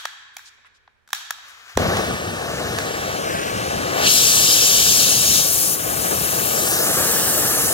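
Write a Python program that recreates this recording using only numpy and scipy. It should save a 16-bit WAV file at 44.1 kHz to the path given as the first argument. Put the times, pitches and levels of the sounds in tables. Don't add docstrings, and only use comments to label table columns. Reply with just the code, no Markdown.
import sys
import numpy as np
from scipy import signal
from scipy.fft import rfft, irfft, next_fast_len
from scipy.io import wavfile
from scipy.ndimage import uniform_filter1d

SR = 44100
rng = np.random.default_rng(int(sys.argv[2]) if len(sys.argv) > 2 else 0)


def digitize_waveform(pressure):
    field = np.atleast_2d(pressure).T
    bounded = np.clip(field, -1, 1)
    quanta = np.round(bounded * 32767).astype(np.int16)
    wavfile.write(sys.argv[1], SR, quanta)


N = 340893
HZ = np.fft.rfftfreq(1024, 1 / SR)
IGNITION_S = 1.7753


def flame(rise_s=0.028):
    since = np.arange(N) / SR - IGNITION_S
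    onset = np.clip((since + 0.0066) / rise_s, 0, 1)
    return from_torch(lambda t: combustion_power(t) + jet_power(t)) * onset


# (frequency [Hz], density [dB])
RUMBLE_SPECTRUM = [(20, -41), (42, -45), (65, 5), (90, 3), (200, 2.5), (350, -9), (1000, -14),
                   (22050, -85.5)]
ROAR_SPECTRUM = [(20, -63), (150, -12), (300, -4.5), (550, 0), (1700, -2), (3000, -11.5), (8000, -26.5),
                 (16000, -34.5)]
# (time [s], level [dB])
ROAR_ENVELOPE = [(1.8, -16), (1.97, -16), (2.25, -22), (2.75, -20), (3.5, -19.5), (3.9, -17.5),
                 (4.04, -15.5), (4.12, -21), (5.2, -21.5), (5.75, -23.5), (5.95, -19.5), (6.6, -18),
                 (7.73, -18.5)]

def combustion_power(t, settled_db=-33, flare_db=13, flare_s=0.32, wander_db=1.5, flutter_db=1.03):
    flare = flare_db * np.exp(-np.maximum(t - IGNITION_S, 0) / flare_s)
    rumble_db = settled_db + flare + wander_db * flicker(t, bins=60, frames=20)
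    roar_db = at_times(ROAR_ENVELOPE, t)[0] + flutter_db * flicker(t, bins=60, frames=3)
    rumble = colour(RUMBLE_SPECTRUM) * amp(rumble_db)
    roar = colour(ROAR_SPECTRUM) * amp(roar_db)
    return rumble ** 2 + roar ** 2


# (time [s], level [dB])
FUEL_ENVELOPE = [(1.85, -50), (1.95, -39), (2.4, -38.5), (2.6, -34.5), (3.3, -32), (4, -32), (5.7, -38),
                 (6.6, -33), (7.2, -27), (7.73, -33)]
# (time [s], jet level [dB], jet peak [Hz], fizz level [dB])
OXYGEN_FLOW = [(2.4, -60, 710, -65), (3.35, -60, 700, -46), (3.85, -38, 710, -52), (3.97, -20, 1010, -32),
               (4.03, -15, 1680, -26), (4.07, -10, 2670, -25), (4.12, -10.5, 4000, -19),
               (4.3, -11, 4340, -32), (5.05, -11.5, 4700, -27), (5.2, -13.5, 4800, -26),
               (5.38, -11.5, 4700, -26), (5.47, -19.5, 5100, -16), (5.6, -27, 4800, -14),
               (5.74, -35, 5200, -16), (5.77, -36, 5400, -23.5), (6.05, -40, 5640, -19),
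               (6.65, -24, 5600, -18.5), (7.73, -45, 5000, -17.5)]
# (frequency [Hz], density [dB])
FIZZ_SPECTRUM = [(20, -80), (2000, -13.5), (5000, -4.5), (8000, 0), (11000, 0), (16000, -1.5)]

def jet_power(t, fuel_hz=3800, patchy_db=1.4):
    fuel_db, = at_times(FUEL_ENVELOPE, t)
    oxygen_db, oxygen_hz, fizz_db = at_times(OXYGEN_FLOW, t)
    jets = np.hypot(hump(fuel_hz) * amp(fuel_db), hump(oxygen_hz) * amp(oxygen_db))
    jets *= amp(patchy_db * flicker(t, bins=12, frames=8))
    fizz = colour(FIZZ_SPECTRUM) * amp(fizz_db + patchy_db * flicker(t, bins=30, frames=4))
    return jets ** 2 + fizz ** 2


def pop(gain_db=-2, swing_hz=460):
    t = np.arange(N) / SR - IGNITION_S
    ahead = np.clip(t + 0.0042, -.1, .1)
    swell = 0.22 * np.exp(-abs(ahead) / np.where(ahead < 0, .005, .0012))
    swell *= np.cos(2 * np.pi * 90 * ahead)
    rarefaction = -.7 * np.exp(-((t + .0001) / 0.00016) ** 2)
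    after = np.maximum(t, 0)
    swing = np.sin(2 * np.pi * swing_hz * after) * np.exp(-(after / 0.0013) ** 2 / 2)
    return amp(gain_db) * (swell + rarefaction + swing) * pan(2)


# (frequency [Hz], density [dB])
GAS_SPECTRUM = [(120, -61), (200, -34), (803, -9.5), (946, -9.5), (1200, -4), (1310, -5), (1470, -3),
                (2110, -7), (6570, -16.5), (8490, -22), (15800, -29)]
# (time [s], level [dB])
GAS_ENVELOPE = [(1.25, -64), (1.4, -51), (1.48, -43), (1.55, -45.5), (1.65, -45.5), (1.7, -39.5),
                (1.76, -44), (1.8, -45.5)]

def unlit_gas():
    hiss = from_torch(lambda t: (colour(GAS_SPECTRUM) * amp(at_times(GAS_ENVELOPE, t)[0])) ** 2)
    t = np.arange(N) / SR
    return hiss * (t > GAS_ENVELOPE[0][0]) * (t < GAS_ENVELOPE[-1][0])


# (time [s], energy [dB], left minus right [dB], tilt [dB/octave],
# share sent to the room [dB], mode of the struck part [Hz], its level before tilt [dB])
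IMPACTS = [(-.04, 3, 0, -1, -1.5, 3280, 2), (0.0529, 3, 0, -3.5, -7.5, 960, -2.5),
           (0.3664, -7, -1, 4, -4.5, 2370, 12), (.391, -18, -1, -8, -1, 4000, 0),
           (.646, -27, -1, -11, 1, 1200, -2), (.876, -23, 0, -11, -10, 1060, 1.5),
           (1.0755, -25, 0, 1, -4, 1000, 0), (1.0883, -26, 1, 2, -5, 1000, 0),
           (1.1037, -21, -5, 2, 1, 1900, 0), (1.130, 6.5, -4, 2, -3, 890, 1),
           (1.3063, 4, 1, 2, -11, 1390, 11), (1.383, -22, 4, -7.5, -9, 900, 4),
           (1.752, -21, -2, 1, -3, 3700, 0), (1.7723, 5, -9, 0, -7, 1190, 2),
           (1.969, -1.5, -6, -0.5, 0, 6740, 0), (2.7856, 0.5, -10, -1, 1, 1820, 10)]
# (time [s], duration [s], level [dB], nominal band centre [Hz])
RUBS = [(.335, .03, -64.5, 11000), (0.444, 0.058, -46.5, 5500), (0.576, 0.022, -62, 950),
        (0.647, 0.035, -51.5, 1900), (.65, .035, -67, 8000), (.735, 0.053, -62, 5000),
        (1.473, .05, -54, 9000)]

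def handling(lead_s=1):
    direct, to_room = np.zeros((2, 2, N + lead_s * SR))
    for s, db, pan_db, tilt_db, room_db, struck_hz, struck_db in IMPACTS:
        ring = lighter_ring(tilt_db, struck_hz, struck_db)
        add(direct, s + lead_s, amp(db) * pan(pan_db) * snap(ring))
        add(to_room, s + lead_s, amp(db + room_db) * np.array([ring, ring]))
    for s, duration_s, db, hz in RUBS:
        add(direct, s + lead_s, amp(db) * scuff(duration_s, hz))
    return (direct + workshop(to_room)[:, :direct.shape[1]])[:, lead_s * SR:]


def snap(ring, fall_20db_s=0.0064):
    t = np.arange(len(ring)) / SR
    envelope = np.minimum(t / 0.00093, 1) * amp(-20 * (t / fall_20db_s) ** 2)
    burst = rng.standard_normal((2, len(t))) * envelope
    burst[1] = .6 * burst[0] + .8 * burst[1]
    burst[:, 40] += 2.5
    return unit_energy(signal.fftconvolve(burst, ring[None], axes=1)[:, :len(t)])


# (frequency [Hz], bandwidth [Hz], level before tilt [dB])
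LIGHTER_MODES = [(1090, 280, -12), (1695, 310, 14.5), (2430, 740, 0), (3360, 420, 3.5), (3820, 240, 6),
                 (4470, 320, 2.5), (5740, 1130, 2.5), (7000, 870, -0.5), (10800, 930, -5.5),
                 (13800, 1600, -12)]

def lighter_ring(tilt_db, struck_hz, struck_db, low_hz=800):
    t = np.arange(900) / SR
    modes = np.zeros(len(t))
    for hz, width, db in LIGHTER_MODES + [(struck_hz, 300, struck_db)]:
        gain = amp(db + tilt_db * np.log2(hz / 1700)) * width
        modes += gain * np.exp(-np.pi * width * t) * np.sin(2 * np.pi * hz * t)
    high_hz = np.clip(30000 * 2 ** (tilt_db / 4.5), 2 * low_hz, SR / 2.1)
    return unit_energy(filtered(modes, 4, [low_hz, high_hz], "bandpass"))


def scuff(duration_s, hz):
    count = round(duration_s * SR)
    band_hz = [hz / 1.8, min(hz * 1.34, SR / 2.1)]
    rub = filtered(rng.standard_normal((2, 4410)), 2, band_hz, "bandpass")[:, :count]
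    return rub / rub.std() * signal.windows.tukey(count, .6)


# (time [s], lag of the right microphone [ms])
RIGHT_LAG = [(1.8, 0.14), (2.2, 0.22), (2.4, 0.186), (2.55, 0.12), (2.76, 0.18), (3.0, 0.259), (3.12, 0.25),
             (3.36, 0.38), (3.6, 0.3), (4.08, 0.24), (4.4, 0.2355), (6.0, 0.282), (6.52, 0.26),
             (6.72, 0.1795), (6.88, 0.11), (7.2, 0.059), (7.73, 0.11)]
# (time [s], factor on base loss and phase delay [1])
SHADOW_DEPTH = [(1.5, 0.76), (3.1, 0.82), (4.2, 1.01), (6.5, 0.93), (7.73, 1.1)]
# (frequency [Hz], base loss [dB], loss per lag [dB/ms], phase delay [rad],
# coherence with the left [0-1])
SHADOW = [(40, -0.5, -10, 2, 1), (130, 1.5, 4.5, -0.58, 0.87), (228, 0, 12.5, 0.51, 0.91),
          (378, 2.5, 12.5, 0.87, 0.97), (876, 10, -23.5, 1.09, 0.92), (1310, 8, 4, 0.12, 0.96),
          (2234, 9, -15.5, 0.45, 0.98), (4150, 2, 22, 0.37, 0.77), (6670, -2, 12, 0.4, 0.72),
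          (8460, 3, 21, 2.5, 0.6), (10900, -3, 26, -0.6, 0.66), (16040, 2, 20, 0.27, 0.8)]

def from_torch(power):
    t, (left, independent) = white_spectra()
    (lag_ms,), (depth,) = at_times(RIGHT_LAG, t), at_times(SHADOW_DEPTH, t)
    loss_db, db_per_ms, phase, coherence = at_bins(SHADOW)[:, :, None]
    right = coherence * left + np.sqrt(1 - coherence ** 2) * independent
    right *= amp(-depth * loss_db - db_per_ms * lag_ms)
    right *= np.exp(-1j * (depth * phase + 2 * np.pi * HZ[:, None] * lag_ms / 1000))
    return to_samples(np.sqrt(power(t)) * np.array([left, right]))


# (frequency [Hz], bandwidth [Hz], left gain [dB], right gain [dB])
VISOR_BANDS = [(1004, 187, -8.5, -10), (1404, 78, -7.5, -3.5), (2155, 1030, -10.5, -4),
               (3390, 220, -8.5, 1.5), (4580, 760, -3.5, 0.5), (7870, 420, 0, 0)]
# (delay [ms], left amplitude [1], right amplitude [1])
VISOR_REFLECTIONS = [(.66, .06, .06), (.86, -0.027, 0.058), (1.68, -0.0021, 0.043), (1.84, 0.039, 0.017),
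                     (2.9, 0.096, -0.055), (6.4, 0.11, -0.0026)]

def visor(x):
    size = next_fast_len(N + 1024)
    hz = np.fft.rfftfreq(size, 1 / SR)
    bands_db = sum(np.outer(db, 1 / (1 + (2 * (hz - f) / width) ** 2)) for f, width, *db in VISOR_BANDS)
    echoes = sum(np.outer(share, np.exp(-2j * np.pi * hz * ms / 1000))
                 for ms, *share in VISOR_REFLECTIONS)
    return irfft(rfft(x, size) * amp(bands_db) * (1 + echoes), size)[:, :N]


def bench(x, share=0.33, t60_s=0.05):
    t = np.arange(1300) / SR
    taps = rng.standard_normal((2, len(t))) * (rng.random((2, len(t))) < .06)
    taps *= amp(-60 * t / t60_s) * (t > .0015)
    taps = filtered(taps, 1, 2200, "highpass")
    return x + share * signal.oaconvolve(x, unit_energy(taps), axes=1)[:, :N]


# (frequency [Hz], level [dB])
REVERB_SPECTRUM = [(300, -33), (650, -9), (850, -4.5), (1500, -6.5), (2500, -0.5), (4000, 0.5), (7300, -2),
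                   (8300, -0.5), (12000, 1.5), (16000, -1)]
# (frequency [Hz], time to fall 60 dB [s])
REVERB_TIME = [(400, 0.57), (1500, 1.78), (4000, 1.26), (7500, 0.85), (9000, 0.59), (16000, 0.39)]

def workshop(x, early_t60_s=0.1, near_db=-5, wall_s=0.018, wall_db=9.5):
    count = 2 * SR
    t, noise = white_spectra(count)
    decay = amp(-60 * t / at_bins(REVERB_TIME)[:, None]) + amp(-60 * t / early_t60_s)
    tail = to_samples(noise * amp(at_bins(REVERB_SPECTRUM))[:, None] * decay, count)
    since_wall = np.arange(count) / SR - wall_s
    onset = np.clip(since_wall / 0.0019, amp(near_db), 1)
    slap = amp(wall_db * np.exp(-(since_wall / 0.0026) ** 2))
    return signal.fftconvolve(x, unit_energy(tail * onset * slap), axes=1)


# (frequency [Hz], density [dB])
FLOOR_SPECTRUM = [(18, -53), (30, -14.5), (69, 0), (169, -27), (226, -13), (294, -26), (424, -15.5),
                  (509, -21), (1420, -20), (15800, -49)]

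def noise_floor(left_db=-69, right_db=-65):
    return amp([[left_db], [right_db]]) * to_samples(white_spectra()[1] * colour(FLOOR_SPECTRUM))


def amp(db):
    return 10 ** (np.asarray(db) / 20)


def pan(db):
    return amp([[db / 2], [-db / 2]])


def at_bins(table):
    hz, *columns = np.transpose(table)
    return np.squeeze([np.interp(np.log(HZ + 1), np.log(hz + 1), c) for c in columns])


def at_times(table, t):
    s, *columns = np.transpose(table)
    return [np.interp(t, s, c) for c in columns]


def unit_power(gain):
    return gain / np.sqrt(np.mean(gain ** 2, axis=0))


def unit_energy(x):
    return x / np.linalg.norm(x, axis=-1, keepdims=True)


def colour(table):
    return unit_power(amp(at_bins(table)))[:, None]


def hump(peak_hz, octave_drop_db=3.5):
    octaves = np.log2((HZ[:, None] + 1) / peak_hz)
    return unit_power(amp(np.maximum(-octave_drop_db * octaves ** 2, -80)))


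def flicker(t, bins, frames):
    field = rng.standard_normal((len(HZ), len(t)))
    field = uniform_filter1d(uniform_filter1d(field, bins, 0), frames, 1)
    return field / field.std()


def white_spectra(count=N):
    return signal.stft(rng.standard_normal((2, count)), SR, nperseg=1024, noverlap=768)[1:]


def to_samples(spectra, count=N):
    return signal.istft(spectra, SR, nperseg=1024, noverlap=768)[1][:, :count]


def filtered(x, order, hz, kind):
    return signal.sosfilt(signal.butter(order, hz, kind, fs=SR, output="sos"), x)


def add(mix, s, part):
    here = mix[:, round(s * SR):][:, :part.shape[1]]
    here += part[:, :here.shape[1]]


def scene():
    return visor(bench(flame())) + bench(unlit_gas()) + pop() + handling() + noise_floor()


def record(dry, cutoff_hz=15850):
    lowpass = signal.firwin(511, cutoff_hz, window=("kaiser", 9), fs=SR)
    return signal.oaconvolve(np.clip(dry, -1, 1), lowpass[None], "same", axes=1)


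dry = scene()
out = record(dry)
digitize_waveform(out)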